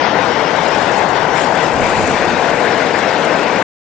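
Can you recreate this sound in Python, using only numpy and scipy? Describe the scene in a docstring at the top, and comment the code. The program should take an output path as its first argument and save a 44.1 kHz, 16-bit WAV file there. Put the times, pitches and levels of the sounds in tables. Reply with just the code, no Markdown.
"""From the start a steam vent's turbulent jet roars on a rocky hillside, left of a hand-held camera.
A hand rustles and ticks faintly on the case throughout. From 1.4 to 2.05 s the camera swings round
and the right microphone port comes partly out of the shade; wind buffets both ports from about
1.7 to 2.4 s. The roar carries on until the camera is switched off at 3.6 s and the sound stops dead."""
import sys
import numpy as np
from scipy import signal
from scipy.fft import rfft, irfft, next_fast_len
from scipy.io import wavfile
from scipy.ndimage import uniform_filter1d, map_coordinates

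SR = 44100
rng = np.random.default_rng(int(sys.argv[2]) if len(sys.argv) > 2 else 0)


def waveform_to_disk(signal):
    """Save audio, clipped to [-1, 1], as 16-bit WAV at the path in sys.argv[1]."""
    frames = np.transpose(np.atleast_2d(signal))
    scaled = np.clip(frames, -1, 1) * 32767
    samples = np.round(scaled).astype(np.int16)
    wavfile.write(sys.argv[1], SR, samples)


N = 176400


def amp(db):
    """dB to gain."""
    return 10 ** (np.asarray(db) / 20)


def unit(x):
    """x at rms 1."""
    return x / np.sqrt(np.mean(x ** 2) + 1e-20)


def bell(u):
    """Gaussian, height 1 at u = 0."""
    return np.exp(-.5 * u ** 2)


def at_hz(points, hz):
    """(f/Hz, value) rows interpolated on a log axis."""
    knots_hz, values = np.transpose(points)
    return np.interp(np.log(hz + 1), np.log(knots_hz + 1), values)


def at_time(rows, t):
    """(t/s, values...) rows interpolated, one curve per value column."""
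    knots_s, *columns = np.transpose(rows)
    return np.array([np.interp(t, knots_s, column) for column in columns])


def wobble(knots_per_s, t):
    """Smooth random curve."""
    return map_coordinates(rng.standard_normal(512), [t * knots_per_s], mode="wrap")


def filtered(x, response):
    """x through a complex frequency response."""
    size = next_fast_len(N + SR // 2)
    hz = np.fft.rfftfreq(size, 1 / SR)
    return irfft(rfft(x, size) * response(hz), size)[..., :N]


def noise_pair(spectrum):
    """Two independent coloured noises, rms 1."""
    return unit(filtered(rng.standard_normal((2, N)), lambda hz: amp(at_hz(spectrum, hz))))


# Finger tick peaks: t/s, level/dB
FINGER_TICKS = [(.243, -38.5), (.748, -35), (.978, -31.5), (1.553, -31.5), (2.116, -30), (3.25, -32)]
# Hand and sleeve rustle: t/s, level/dB
RUSTLE_ENVELOPE = [(0, -67.5), (.22, -46.5), (.45, -46.5), (.75, -41), (1.0, -40), (1.3, -48), (1.4, -31.5),
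                   (1.48, -43), (1.75, -40), (1.95, -36), (2.13, -38.5), (2.25, -41.5), (2.6, -41),
                   (3.3, -42), (3.6, -44)]
# Case noise: f/Hz, relative level/dB
CASE_SPECTRUM = [(1000, -41), (4500, -22), (6600, 5.5), (7800, 7.5), (8800, -2.5), (10500, -17.5),
                 (12000, -52.5)]
# Dulling at the far, left port: f/Hz, gain/dB
FAR_PORT_EQ = [(7000, 3), (8000, -15), (9000, -31.5)]


def handling(tick_t60_s=.02, grain_db=2.8, left_db=2):
    """A hand rubs and taps the case: grainy rustle and thin ticks, brighter at the right port."""
    t = np.arange(N) / SR
    ticks = sum((t >= start_s) * amp(db - 60 * np.abs(t - start_s) / tick_t60_s)
                for start_s, db in FINGER_TICKS)
    grain = unit(amp(grain_db * wobble(130, t)))
    rustle = amp(at_time(RUSTLE_ENVELOPE, t)) * grain
    left, right = (ticks + rustle) * noise_pair(CASE_SPECTRUM)
    left = filtered(left, lambda hz: amp(left_db + at_hz(FAR_PORT_EQ, hz)))
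    return np.array([left, right])


# Wind on the ports: t/s, level/dB
GUST_ENVELOPE = [(0, -53), (1.58, -47.5), (1.76, -27.5), (1.84, -25), (1.9, -29.5), (1.98, -24),
                 (2.15, -29), (2.32, -30), (2.46, -38.5), (3.6, -45.5)]
# Buffeting: f/Hz, relative level/dB
BUFFET_SPECTRUM = [(20, -7), (60, 1), (120, 3.5), (200, -3), (400, -15.5), (1200, -36), (5000, -86)]


def wind(lump_db=2, pan_right_db=0.5):
    """Wind buffets each port independently: a low, lumpy rumble."""
    t = np.arange(N) / SR
    lumps = amp(lump_db * np.array([wobble(10, t), wobble(18, t)]))
    buffeting = unit(lumps * noise_pair(BUFFET_SPECTRUM))
    return buffeting * amp(at_time(GUST_ENVELOPE, t)) * amp([[-pan_right_db], [pan_right_db]])


# Left-right likeness of the roar: f/Hz, coherence
PORT_COHERENCE = [(60, 1), (200, 0.92), (500, 1), (900, 0.9), (1200, 0.63), (1800, .9), (3200, 0.9),
                  (4500, .28), (6500, 0.46), (9000, 0.12)]
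# Left port's lead over the right: f/Hz, phase/rad
LEFT_LEAD = [(60, -0.044), (300, 0.7), (700, -0.11), (1050, -0.082), (1450, 0.36), (2500, -0.17),
             (4100, 1.1), (5600, 0.61), (7500, 1.6)]


def at_ports(pair):
    """The two ports pick up partly the same sound, shifted in phase."""
    def mid_side_gains(hz):
        angle = np.arccos(np.clip(at_hz(PORT_COHERENCE, hz), -1, 1)) / 2
        return np.array([np.cos(angle), np.sin(angle)])

    mid, side = filtered(pair, mid_side_gains)
    ports = np.array([mid + side, mid - side])
    return filtered(ports, lambda hz: np.exp(.5j * np.outer([1, -1], at_hz(LEFT_LEAD, hz))))


def low_band(hz):
    """Weight column: 1 below 700 Hz, 0 above 1400 Hz."""
    return at_hz([(700, 1), (1400, 0)], hz)[:, None]


# Shading of the right port before the swing: f/Hz, gain/dB
SHADE_BEFORE = [(60, -2.5), (150, -4.0), (300, -8.0), (500, -12.5), (900, -14.0), (1200, -20.0),
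                (1500, -15.5), (2000, -14.5), (2800, -13.5), (3400, -12.0), (4150, -18.5), (5200, -7.0),
                (6200, -6.0), (7200, -4.0)]
# Shading of the right port after the swing: f/Hz, gain/dB
SHADE_AFTER = [(60, -2.5), (150, -3.5), (300, -7.5), (500, -10.5), (900, -12.0), (1200, -13.5),
               (1500, -13.5), (2000, -11.5), (2800, -9.5), (3400, -12.0), (4150, -12.0), (5200, -7.5),
               (6200, -7.5), (7200, -3.5)]
# Low roar as the camera moves: t/s, left gain/dB, right gain/dB
PORT_LOW_GAINS = [(0, 0, -0.5), (1.2, 0.1, -0.5), (1.68, 0.6, 1), (1.8, -1, 4), (1.91, -1.4, 3),
                  (2.02, -1, 5), (2.2, 0.2, 4), (2.5, 1, 0.5), (3.0, 1.4, 1.1), (3.6, 0.9, 1.1)]
# Colour change across the swing, both ports: f/Hz, gain/dB
SWING_TILT = [(100, -3.9), (200, 0.5), (300, 1), (450, -1), (600, -0.6), (850, -2.5), (1100, -2), (1400, 0),
              (2000, 0.8), (2600, 1.7), (3100, -2), (4000, 0.9), (5500, -0.5), (7000, -0.5)]
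# Passing colour late in the swing, both ports: f/Hz, gain/dB
PASSING_EQ = [(900, 1), (1400, -1.2), (2000, -2), (2600, 2.2), (3400, -2.5), (4500, 1), (5600, -1),
              (6800, 6.5)]


def camera_swing_db(hz, t, swing_s=(1.4, 2.05), passing_s=1.98, passing_sigma_s=.17):
    """The turning camera body shades the right port less and recolours the roar: (port, f, t) gain."""
    turned = np.interp(t, swing_s, [0, 1])
    shade_db = np.outer(at_hz(SHADE_BEFORE, hz), 1 - turned) + np.outer(at_hz(SHADE_AFTER, hz), turned)
    port_shade_db = np.array([np.zeros_like(shade_db), shade_db])
    low_db = low_band(hz) * at_time(PORT_LOW_GAINS, t)[:, None]
    tilt_db = np.outer(at_hz(SWING_TILT, hz), turned - .5)
    passing_db = np.outer(at_hz(PASSING_EQ, hz), bell((t - passing_s) / passing_sigma_s))
    return port_shade_db + low_db + tilt_db + passing_db


# Jet spurts (+) and lulls (-): t/s, gain/dB, centre f/Hz
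JET_SPURTS = [(.06, 2.5, 3800), (.68, 0.6, 3600), (.78, 1.3, 3600), (1.09, -2.5, 2990), (1.22, 1.5, 4200),
              (1.285, -3.5, 4200), (1.35, 1.5, 1900), (1.411, 2, 4200), (1.51, -3.5, 3200),
              (1.635, 1.6, 3200), (1.74, -4, 3600), (1.85, 1.5, 2400), (2.1, -0.5, 1500),
              (2.55, -1.5, 4600), (2.72, 1, 4400), (3.42, -0.5, 2400)]


def spurts_db(hz, t, sigma_s=0.048, sigma_oct=0.77):
    """The jet spurts or slackens, briefly lifting or dipping one broad band: (f, t) gain."""
    total_db = 0
    for peak_s, db, centre_hz in JET_SPURTS:
        band = bell(np.log2((hz + 1) / centre_hz) / sigma_oct)
        total_db += db * np.outer(band, bell((t - peak_s) / sigma_s))
    return total_db


# Jet among the rocks, at the open left port: f/Hz, relative level/dB
JET_SPECTRUM = [(30, -34), (60, -23), (100, -16), (165, -7), (240, -5.5), (300, -3), (380, -4.5), (490, 1),
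                (570, -1), (640, 0), (720, 0), (870, 0.5), (1000, -1.5), (1130, -6), (1290, -7), (1510, -4),
                (1700, -7), (2000, -8), (2500, -13), (3000, -16.5), (3600, -18), (4200, -21), (5200, -23.5),
                (6000, -27.5), (6800, -39), (7600, -45), (8200, -67.5), (8800, -76.5), (11000, -82)]
# Random fine-grained flicker of the treble level: f/Hz, relative depth
TREBLE_FLICKER_DEPTH = [(800, .15), (1800, 0.85), (4500, 0.9), (7000, 2.2)]


def steam_vent(gain_db=-11, flicker_db=2.0, flutter_db=0.29):
    """Turbulent jet noise spurts and flutters, heard at the turning camera. The treble level flickers."""
    roar = at_ports(noise_pair(JET_SPECTRUM))
    hz, t, bins = signal.stft(roar, SR, nperseg=512)
    grain = uniform_filter1d(rng.standard_normal(bins.shape[1:]), size=3, axis=0)
    grain = unit(uniform_filter1d(grain, size=5, axis=1))
    flicker = at_hz(TREBLE_FLICKER_DEPTH, hz)[:, None] * grain
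    flutter = (1 - low_band(hz)) * wobble(32, t)
    level_db = gain_db + spurts_db(hz, t) + flutter_db * flutter + flicker_db * flicker
    _, ports = signal.istft(bins * amp(level_db + camera_swing_db(hz, t)), nperseg=512)
    return ports[:, :N]


def scene():
    """Vent, wind and hand at the left and right ports."""
    return steam_vent() + wind() + handling()


def record(dry, stop_s=3.627, fade_s=.004, cutoff_hz=11200):
    """The camera clips at full scale, switches off and passes nothing above its band limit."""
    t = np.arange(N) / SR
    running = np.clip((stop_s - t) / fade_s + .5, 0, 1)
    return filtered(np.clip(dry, -1, 1) * running, lambda hz: hz < cutoff_hz)


dry = scene()
out = record(dry)
waveform_to_disk(out)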